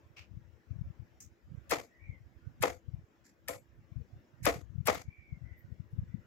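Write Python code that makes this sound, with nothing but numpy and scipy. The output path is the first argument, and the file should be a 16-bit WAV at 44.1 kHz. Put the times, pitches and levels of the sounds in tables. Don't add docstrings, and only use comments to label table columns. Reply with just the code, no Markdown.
import sys
import numpy as np
from scipy import signal
from scipy.fft import rfft, irfft, next_fast_len
from scipy.io import wavfile
from scipy.ndimage import uniform_filter1d

SR = 44100
rng = np.random.default_rng(int(sys.argv[2]) if len(sys.argv) > 2 else 0)


def ratio(d):
    e = np.asarray(d, float) / 20
    return 10 ** e


def file_out(sig):
    cols = np.atleast_2d(sig).T
    lim = np.clip(cols, -1, 1)
    pcm = np.round(lim * 32767).astype(np.int16)
    wavfile.write(sys.argv[1], SR, pcm)


N = 276066

# start [s], peak [dB], scrape before it [dB], hiss swelling into it [dB], room [dB].
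TICKS = [
    (1.7107, -23, -5, -11.5, 5),
    (2.6253, -20.5, -8, -25, 1),
    (3.484, -23, -9.5, -50, -4.5),
    (4.4547, -18.5, -11, -20.5, -1.5),
    (4.8719, -18, -10, -16, 2),
]
# start [s], peak [dB], desk ring [dB], room [dB].
THUDS = [
    (1.7204, -17, -6.5, -1.5),
    (2.6363, -13.5, -7, -2.5),
    (3.491, -28, 1, -5),
    (4.4658, -14, -7, -0.5),
    (4.8835, -14, -5.5, -3),
]
# start [s], peak [dB].
REBOUNDS = [
    (4.5433, -44),
    (4.947, -32.5),
]
# frequency [Hz], density [dB per Hz].
AIR = [(120, -22), (200, -10), (334, -15), (500, -16), (900, -24), (1900, -24.5), (3000, -33), (4400, -40),
       (5400, -36.5), (7700, -43), (8200, -54), (11000, -51.5), (14000, -46), (15000, -41.5),
       (15900, -50.5)]


def band(x, hz, width):
    return signal.lfilter(*signal.iirpeak(min(hz, .45 * SR), hz / width, fs=SR), x)


def steep(x, hz, width):
    return band(band(x, hz, width), hz, width)


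def unit(x):
    return x / np.max(np.abs(x))


def fade(t, t60):
    return np.exp(-np.log(1000) * t / t60)


def smooth(x, size):
    return uniform_filter1d(uniform_filter1d(x, size), size)


def add(out, x, s):
    i = int(s * SR)
    n = min(x.shape[-1], out.shape[-1] - i)
    out[..., i:i + n] += x[..., :n]


def walk(rate):
    hold = int(SR / rate)
    steps = np.repeat(rng.standard_normal(N // hold + 1), hold)
    return 1.3 * smooth(steps, hold)[:N]


def at(table, hz):
    return np.interp(np.log(hz), np.log(np.array(table)[:, 0]), np.array(table)[:, 1])


def blend(mid, side, like):
    return np.sqrt(1 + like) * mid + np.sqrt(1 - like) * side * np.array([1, -1]).reshape(2, *[1] * mid.ndim)


def pair(length, hz, width, like):
    mid, side = steep(rng.standard_normal((2, length)), hz, width)
    return blend(mid, side, np.clip(like, 0, 1))


def air():
    # frequency [Hz], level [dB rms].
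    hum_lines = [(269, -87), (333.5, -77), (572, -92)]
    # frequency [Hz], left-right likeness [0-1].
    alike = [(60, .2), (130, 0.3), (290, 1), (640, 0.25), (1400, 0.), (6800, 0.4), (15000, 0.8)]
    # time [s], level [dB].
    street = [(0, -68.5), (0.328, -73), (0.899, -68), (1.44, -72.5), (1.692, -65), (2.039, -72),
              (2.498, -70.5), (3.679, -73), (4.2, -68.5), (4.831, -73), (5.199, -73), (6.26, -69)]
    treble_swell = 0.45

    t = np.arange(N) / SR
    hz, when, (mid, side) = signal.stft(rng.standard_normal((2, N)), SR, nperseg=1024)
    hz = np.maximum(hz, 20)[:, None]
    s, db = np.transpose(street)
    treble = np.clip(np.log2(hz / 600) / 3, 0, 1)
    swell_db = np.interp(when, s, db - db.mean()) * (1 - (1 - treble_swell) * treble)
    patch = rng.standard_normal(mid.shape)
    patch = uniform_filter1d(uniform_filter1d(patch, size=4, axis=0), size=5, axis=1)
    both = blend(mid, side, np.clip(at(alike, hz), 0, 1))
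    level_db = at(AIR, hz) + swell_db + 3.0 * patch / patch.std()
    out = signal.istft(both * ratio(level_db), SR, nperseg=1024)[1][:, :N]
    hum = np.zeros(N)
    for hum_hz, db in hum_lines:
        hum += ratio(db + 2.0 + walk(18)) * np.sin(2 * np.pi * hum_hz * t + 0.86 * walk(18))
    return out / out.std() * ratio(-69.5 + np.array([[1.1], [-1.1]])) + hum


def small_eddies(gusts):
    gap_s, eddy_hz, cycles, scatter_db = 0.031, 92, 1.7, 3
    chance = rng.standard_normal((400, 3))
    s = gap_s * (np.arange(len(chance)) + .25 * chance[:, 0]) + .04
    strength = sum(ratio(db) * np.exp(-.5 * ((s - middle) / (length / 2)) ** 4) for middle, length, db in gusts)
    db = 20 * np.log10(strength + 1e-6) + scatter_db * chance[:, 1]
    rows = np.transpose([s, db, eddy_hz * (1 + 0.22 * chance[:, 2]), np.full(len(s), cycles)])
    return list(rows[s < N / SR])


def draught(puffs, gusts, rumble_db):
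    out, t = np.zeros(N), np.arange(-1600, 1600) / SR
    strong_cycles = 1.094
    eddies = [(s, db, hz, strong_cycles) for s, db, hz in puffs] + small_eddies(gusts)
    for (s, db, hz, cycles), turn in zip(eddies, rng.random(500)):
        puff = np.exp(-.5 * (2.54 * t * hz / cycles) ** 2) * np.cos(2 * np.pi * (hz * t + turn))
        add(out, ratio(db) * puff, max(s + t[0], 0))
    gust = np.sqrt(np.abs(smooth(out ** 2, 2500)))
    rumble = steep(rng.standard_normal(N), 60, 120)
    rumble_level = (ratio(rumble_db) + ratio(-10.5) * gust) * ratio(5.3 * walk(25))
    out = out + rumble_level * rumble / rumble.std()
    return signal.sosfiltfilt(signal.butter(3, [44., 300.], "band", fs=SR, output="sos"), out)


def rustles():
    # start [s], peak [dB], rise [s], t60 [s].
    rubs = [
        (.161, -52, 0.018, 0.41),
        (1.203, -52.5, 0.0004, .2),
        (3.238, -66, 0.024, 0.27),
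        (5.564, -73.5, 0.028, .15),
        (5.899, -84, 0.02, 0.29),
        (4.427, -55, 0.0082, .12),
    ]
    # frequency [Hz], width [Hz], level [dB].
    rubbed = [
        [(2510, 530, -0.5), (4820, 1670, -8.5), (13900, 2000, -24), (960, 1600, -7.5)],
        [(6580, 1320, 3.5), (14040, 3600, -7), (2200, 660, -13.5)],
        [(5380, 1400, -1), (7160, 560, -2), (1850, 350, -1.5), (11700, 2600, -8.5)],
        [(14460, 1870, 5)],
        [(12850, 3600, 0.5)],
        [(6510, 1500, 1.5), (2050, 400, -1.5), (10940, 3700, -1)],
    ]

    out, t = np.zeros((2, N)), np.arange(int(.25 * SR)) / SR
    for (s, db, rise, t60), colours in zip(rubs, rubbed):
        grain = ratio(2.5 * np.repeat(rng.standard_normal(len(t) // 150 + 1), 150)[:len(t)])
        shape = np.minimum(t / rise, 1) * fade(np.maximum(t - rise, 0), t60)
        shape = shape / (1 + np.exp((t - .085) / 0.019))
        for hz, width, g_db in colours:
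            noise = grain * rng.standard_normal((2, len(t)))
            noise = steep(steep(noise, hz, 2.7 * width), hz, 2.7 * width)
            add(out, ratio(db + g_db) * shape * noise / noise.std(), s)
    return out


def ticks():
    # frequency [Hz], width [Hz], level [dB].
    contact = [(1430, 1800, -12.5), (2130, 810, -6), (4900, 4400, -2.5), (7270, 1100, -5.5),
               (9500, 1800, -11), (12120, 1100, -1), (14600, 1800, -15.5)]
    lead_s = .019

    out, t = np.zeros(N), np.arange(2600) / SR - lead_s
    for s, db, scrape_db, hiss_db, _ in TICKS:
        noise = rng.standard_normal((3, len(t)))
        chatter = noise[0] * (t > 0) * (np.exp(-(t / 0.0011) ** 4) + 0.13 * np.exp(-t / 0.0021))
        tick = sum(ratio(g_db) * unit(steep(chatter, hz, width)) for hz, width, g_db in contact)

        rub = np.where(t < 0, np.clip(1 + t / 0.0076, 0, 1), np.exp(-t / 0.0047)) * noise[1]
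        scrape = band(rub, 1900, 470) + ratio(-17.5) * steep(rub, 5200, 8400)

        approach = np.exp(t / 0.034) * np.minimum((t + lead_s) / 0.0055, 1)
        hiss = np.where(t < 0, approach, np.exp(-t / 0.0044)) * steep(noise[2], 6000, 22000)

        stroke = unit(tick) + ratio(scrape_db) * unit(scrape) + ratio(hiss_db) * unit(hiss)
        add(out, ratio(db) * stroke, s - lead_s + 0.00041)
    return out


def arm():
    # frequency [Hz], level [dB], t60 [s].
    arm_lines = [(7400, 0.5, 0.26), (9250, -8, .25), (10700, -6, 0.2), (12000, -4.5, .28), (14200, -9, .2)]
    arm_db = [-30, -29.5, -24.5, -27.5, -34]
    smear_hz = 1300

    out, t = np.zeros((2, N)), np.arange(int(.2 * SR)) / SR
    for (s, db, *_), ring_db in zip(TICKS, arm_db):
        for hz, g_db, t60 in arm_lines:
            line = pair(len(t), hz, smear_hz, 0.79)
            add(out, ratio(db + ring_db + g_db) * line / line.std() * fade(t, t60), s)
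    return out


def room():
    # frequency [Hz], level [dB], t60 [s].
    answer = [(187, -5, 0.13), (301, -3.5, 0.3), (480, 4, 0.24), (730, 3.5, 0.21), (1204, -2, 0.23),
              (1610, -19.5, 0.12), (2039, -1.5, 0.23), (3440, -11.5, 0.22), (4860, -14, 0.27),
              (6570, -12.5, 0.3), (9500, -32, 0.1), (12200, -22, 0.34), (15000, -28, .3)]
    # frequency [Hz], left-right likeness [0-1].
    room_alike = [(150, 0.9), (290, 0.99), (640, 0.09), (1400, 0), (4000, 0.05), (8000, 0.4), (15000, 0.6)]

    out, t = np.zeros((2, N)), np.arange(int(.3 * SR)) / SR
    blows = [(s, db + room_db + 8.0, True) for s, db, *_, room_db in TICKS]
    blows += [(s, db + 11.0, True) for s, db in REBOUNDS]
    blows += [(s, db + room_db, False) for s, db, _, room_db in THUDS]
    for s, blow_db, sharp in blows:
        echo = np.zeros((2, len(t)))
        for hz, db, t60 in answer:
            width = hz * np.interp(hz, [300, 500, 4000, 9000], [0.3, 0.42, 0.37, 0.23])
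            wash = pair(len(t), hz, width, at(room_alike, hz))
            echo += ratio(db) * wash * np.sqrt(1070000.0 / hz) * fade(t, t60)
        if sharp:
            echo = signal.lfilter(*signal.butter(1, 3000., "high", fs=SR), echo)
        add(out, ratio(blow_db) * echo * (1 - np.exp(-t / 0.0032)), s)
    flutter = ratio(2.8 * walk(250))
    return ratio(-34.5 + 1.52) * flutter * out


def thuds():
    # time after the first full touch [ms], level [dB], contact [ms].
    bounces = [
        [(-.9, -10, .2), (0, -1, .22), (1.6, 0, .3), (3.6, -4, .35), (7.6, -2, .6)],
        [(-.9, -13, .2), (0, 0, .22), (1.55, -1, .3), (3.5, -3, .3), (7.4, -3, .5)],
        [(-.9, -12, .2), (0, -3, .25), (1.5, 0, .25), (3.2, -5, .3), (7.4, -10, .5)],
        [(-.9, -11, .2), (0, 0, .22), (1.6, -1, .25), (3.5, -4, .3), (7.4, -4, .6)],
        [(-.9, -10, .2), (0, 0, .22), (1.55, -2, .3), (3.5, -1, .25), (6.7, -5, .45), (7.9, -5, .3),
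         (16.2, -6, .4)],
    ]
    # frequency [Hz], width [Hz], level [dB].
    base = [(307, 860, -6.5), (471, 91, -5), (736.4, 1000, -7), (1352, 1800, 0.5), (2150, 700, -1.5)]
    # frequency [Hz], level [dB], t60 [s].
    desk_modes = [(290.2, 0.5, 0.38), (461, -2.5, 0.22), (507, -6, 0.34), (629, -2.5, 0.14),
                  (685, 1.5, 0.23), (809, -1, .18), (1047, -11.5, 0.18), (1250, -9.5, 0.1),
                  (1340, -7, 0.11), (1443, -10, 0.6), (1800, -8, .2), (2000, -13.5, 0.15),
                  (2270, -13, 0.25), (2400, -11, 0.12)]
    # frequency [Hz], level [dB], t60 [s].
    release_modes = [(291, -0.5, 0.28), (506, -3, 0.3), (560, -7, 0.28), (675, -2.5, 0.14), (805, -4, .14),
                     (1046, 0, 0.17), (1380, -11, .15), (1980, -10, .2), (2230, -4.5, 0.3), (2350, -7, .3)]
    lead_s = .003
    lift_db, lift_ms = -4, .4

    out, t = np.zeros(N), np.arange(int(.25 * SR)) / SR
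    mode_sets = [desk_modes, desk_modes, release_modes, desk_modes, desk_modes]
    for (s, db, ring_db, _), touches, modes in zip(THUDS, bounces, mode_sets):
        ring = np.zeros(len(t))
        for hz, g_db, t60 in modes:
            spot_db = 1.2 * rng.standard_normal()
            ring += ratio(g_db + spot_db) * np.sin(2 * np.pi * hz * t) * fade(t, min(t60, .33))

        push = np.zeros(len(t))
        for ms, g_db, contact_ms in touches:
            late = 1000 * (t - lead_s) - ms
            touch = np.exp(-8 * (late / contact_ms) ** 2)
            dip = np.exp(-2 * ((late + lift_ms + contact_ms / 2) / contact_ms) ** 2)
            push += ratio(g_db) * (touch - ratio(lift_db) * dip)

        rattle = steep(rng.standard_normal(len(t)), 5500, 1900)
        rattle = unit(rattle * (t > lead_s - .001) * np.exp(-t / 0.0026))
        knock = unit(sum(ratio(g_db) * steep(push, hz, width) * np.sqrt(1000 / width) for hz, width, g_db in base))
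        knock = unit(knock + ratio(5) * unit(push)) + ratio(-12.5) * rattle
        desk = unit(signal.fftconvolve(push, ring)[:len(t)])
        add(out, ratio(db) * (knock + ratio(ring_db - 7.0) * desk), s - lead_s)
    return out


def bird():
    # start [s], length [s], first pitch [Hz], last pitch [Hz], peak [dB].
    whistles = [(1.884, 0.21, 1937, 1900, -68), (1.989, 0.21, 2346, 1926, -61.5),
                (2.041, .14, 2206, 2050, -68.5), (2.402, 0.15, 1473, 1430, -74),
                (4.316, 0.21, 1860, 1930, -77), (5.041, 0.37, 2350, 2090, -63.5),
                (5.08, 0.094, 2020, 2060, -78.5), (5.16, 0.077, 2000, 1850, -72),
                (5.67, .09, 1900, 1900, -77.5), (5.418, 0.24, 2016, 1903, -65.5),
                (5.584, 0.18, 1490, 1480, -78.5), (5.43, 0.24, 2210, 2140, -77.5),
                (5.43, 0.12, 1500, 1470, -78.5), (6.04, 0.23, 2000, 1976, -74),
                (6.068, .09, 1462, 1430, -78), (6.206, 0.17, 1450, 1390, -73)]
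    swell_share, swell_db = 0.3, 4
    rise_share, sag_power, tremble_hz = .07, 2.3, 75

    out, along = np.zeros((2, N)), np.arange(SR // 2) / SR
    for s, length, first_hz, last_hz, db in whistles:
        shake = rng.standard_normal((2, len(along))) + 1j * rng.standard_normal((2, len(along)))
        shake = signal.lfilter(*signal.butter(2, tremble_hz, fs=SR), shake)
        u = np.minimum(along / length, 1)
        climb = 1 - rise_share * np.maximum(1 - u / swell_share, 0) ** 2
        pitch = first_hz * climb + (last_hz - first_hz) * u ** sag_power
        tone = np.exp(2j * np.pi * np.cumsum(pitch) / SR)
        swell = ratio(db - swell_db * np.interp(u, [0, swell_share, 1], [1, 0, 1]) ** 2)
        swell = swell * np.sqrt(np.abs(np.sin(np.pi * u)))
        add(out, swell * np.real(tone * shake) * np.sqrt(2 / np.mean(np.abs(shake) ** 2)), s)
    return out


def rebounds():
    # frequency [Hz], width [Hz], level [dB].
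    lever = [(1500, 1400, -4.5), (4700, 2100, -2.5), (14100, 3200, -6.5)]
    out, t = np.zeros(N), np.arange(600) / SR
    for s, db in REBOUNDS:
        snap = rng.standard_normal(len(t)) * np.exp(-t / 0.00151)
        metal = sum(ratio(g_db) * steep(snap, hz, width) for hz, width, g_db in lever)
        add(out, ratio(db) * unit(metal), s)
    return out


def gate(x):
    gate_db, soft_db = -55, 3
    hz, _, cells = signal.stft(x, SR, nperseg=512)
    power = np.mean(np.abs(cells) ** 2, axis=0)
    power = uniform_filter1d(uniform_filter1d(power, size=4, axis=0), size=3, axis=1)
    floor_db = np.maximum(at(AIR, np.maximum(hz, 20)), -43)[:, None]
    over = (10 * np.log10(np.abs(power) + 1e-16) - floor_db - gate_db) / soft_db
    return signal.istft(cells / (1 + np.exp(-over)), SR, nperseg=512)[1][:, :N]


def later(x, ms):
    return np.interp(np.arange(N) - ms * SR / 1000, np.arange(N), x)


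def scene():
    # time [s], peak [dB], frequency [Hz].
    puffs_left = [(.374, -32, 120), (.714, -25.5, 95), (.764, -32, 121), (.792, -31.5, 99),
                  (.816, -24, 119), (.906, -32.5, 113), (1.001, -33, 98), (1.271, -45.5, 99),
                  (2.098, -27.5, 105), (2.609, -34, 135), (2.888, -28, 103), (2.943, -25.5, 110.6),
                  (3.923, -34.5, 119), (3.968, -26.5, 100), (4.015, -32.5, 96.3), (4.451, -30, 102),
                  (4.703, -35, 91.8), (4.759, -29, 118), (4.787, -22.5, 110.7), (4.809, -23, 114.3),
                  (4.86, -30.5, 120.2), (5.087, -29, 103.8), (5.33, -28.5, 117), (5.444, -34, 95.2),
                  (5.522, -36, 87), (5.725, -29.5, 105), (5.804, -28, 115), (5.936, -30.5, 111),
                  (5.99, -19.5, 106), (6.036, -32, 149.6), (6.147, -22.5, 148), (6.153, -33, 230)]
    puffs_right = [(.373, -45, 83), (.85, -36, 75), (1.316, -52, 69.5), (1.521, -33.5, 126),
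                   (1.549, -32.5, 134), (1.582, -31.5, 95.5), (2.242, -53, 75), (2.267, -42, 74),
                   (2.372, -43, 68.5), (2.475, -28, 103), (2.617, -29.5, 105.3), (2.962, -48, 101),
                   (2.992, -42, 100.7), (3.041, -45.5, 88), (3.794, -44.5, 113), (4.137, -36.5, 92),
                   (4.168, -45.5, 111), (4.426, -30, 110), (4.453, -30, 108), (4.562, -32, 144),
                   (4.975, -37.5, 157), (5.064, -43, 79), (5.193, -43.5, 82.5), (5.34, -41.5, 82),
                   (5.65, -38.5, 102.4), (5.921, -48.5, 77), (5.944, -37, 106), (6.025, -31, 105.5),
                   (6.074, -48, 81)]
    # middle [s], length [s], peak [dB].
    gusts_left = [(0.029, 0.05, -57), (0.21, 0.032, -48), (0.366, 0.091, -39), (0.507, 0.12, -44),
                  (0.688, 0.038, -46), (0.881, 0.029, -31.5), (1.033, 0.047, -40), (1.138, 0.038, -50),
                  (1.281, 0.026, -46), (1.48, 0.11, -50), (1.752, 0.094, -42.5), (2.033, 0.075, -44.5),
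                  (2.191, 0.09, -46), (2.52, 0.11, -54), (2.716, 0.12, -43), (2.968, 0.089, -48),
                  (3.5, 0.051, -50.5), (3.84, 0.097, -53), (4.165, 0.056, -47.5), (4.415, 0.033, -54),
                  (4.579, 0.17, -41), (4.977, 0.047, -37.5), (5.393, 0.11, -40), (5.887, 0.035, -39.5),
                  (6.091, 0.1, -42), (6.213, 0.068, -57)]
    gusts_right = [(.08, 0.059, -51), (.37, 0.09, -52), (.73, 0.057, -56), (.86, 0.022, -38.5),
                   (1.05, 0.054, -59), (1.18, 0.038, -61), (1.64, 0.055, -52), (1.75, 0.12, -55.5),
                   (2.09, .08, -52.5), (2.55, 0.058, -60), (2.68, 0.068, -45.5), (3.57, 0.13, -51.5),
                   (3.74, 0.14, -52), (4.35, 0.037, -46.5), (4.5, 0.094, -36), (4.918, 0.043, -36),
                   (5.1, 0.036, -57.5), (5.599, 0.056, -51), (6.019, 0.071, -49)]
    # frequency [Hz], level [dB].
    right_port = [(300, -3.5), (1000, -3.5), (2000, -2.5), (5000, -3), (7500, -9.5), (10000, 3),
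                  (12200, -6), (15000, -8.5)]
    tick_lag_ms, desk_lag_ms = .1, .3
    echo_ms, echo_db = .5, -9.5

    key_band = signal.butter(2, [230, 15500.], "band", fs=SR, output="sos")
    tick, thud = signal.sosfilt(key_band, [ticks() + rebounds(), thuds()])
    left = ratio(5) * tick + ratio(4.0) * thud
    desk_right = later(thud, desk_lag_ms) + ratio(echo_db) * later(thud, desk_lag_ms + echo_ms)
    right = ratio(0.5) * later(tick, tick_lag_ms) + ratio(-2.0) * desk_right
    key = np.array([left, right]) + room() + arm()

    size = next_fast_len(N)
    shade = ratio(at(right_port, np.maximum(np.arange(size // 2 + 1) * SR / size, 20)))
    key[1] = irfft(rfft(key[1], size) * shade, size)[:N]

    wind = np.array([draught(puffs_left, gusts_left, -74.5), draught(puffs_right, gusts_right, -75)])
    return gate(key) + rustles() + bird() + wind + air()


def top_cut(x):
    return signal.sosfilt(signal.butter(12, 16640, fs=SR, output="sos"), x)


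def record(dry):
    mix = signal.sosfilt(signal.ellip(8, .2, 70, 15900, fs=SR, output="sos"), dry)
    return top_cut(mix)


dry = scene()
out = record(dry)
file_out(out)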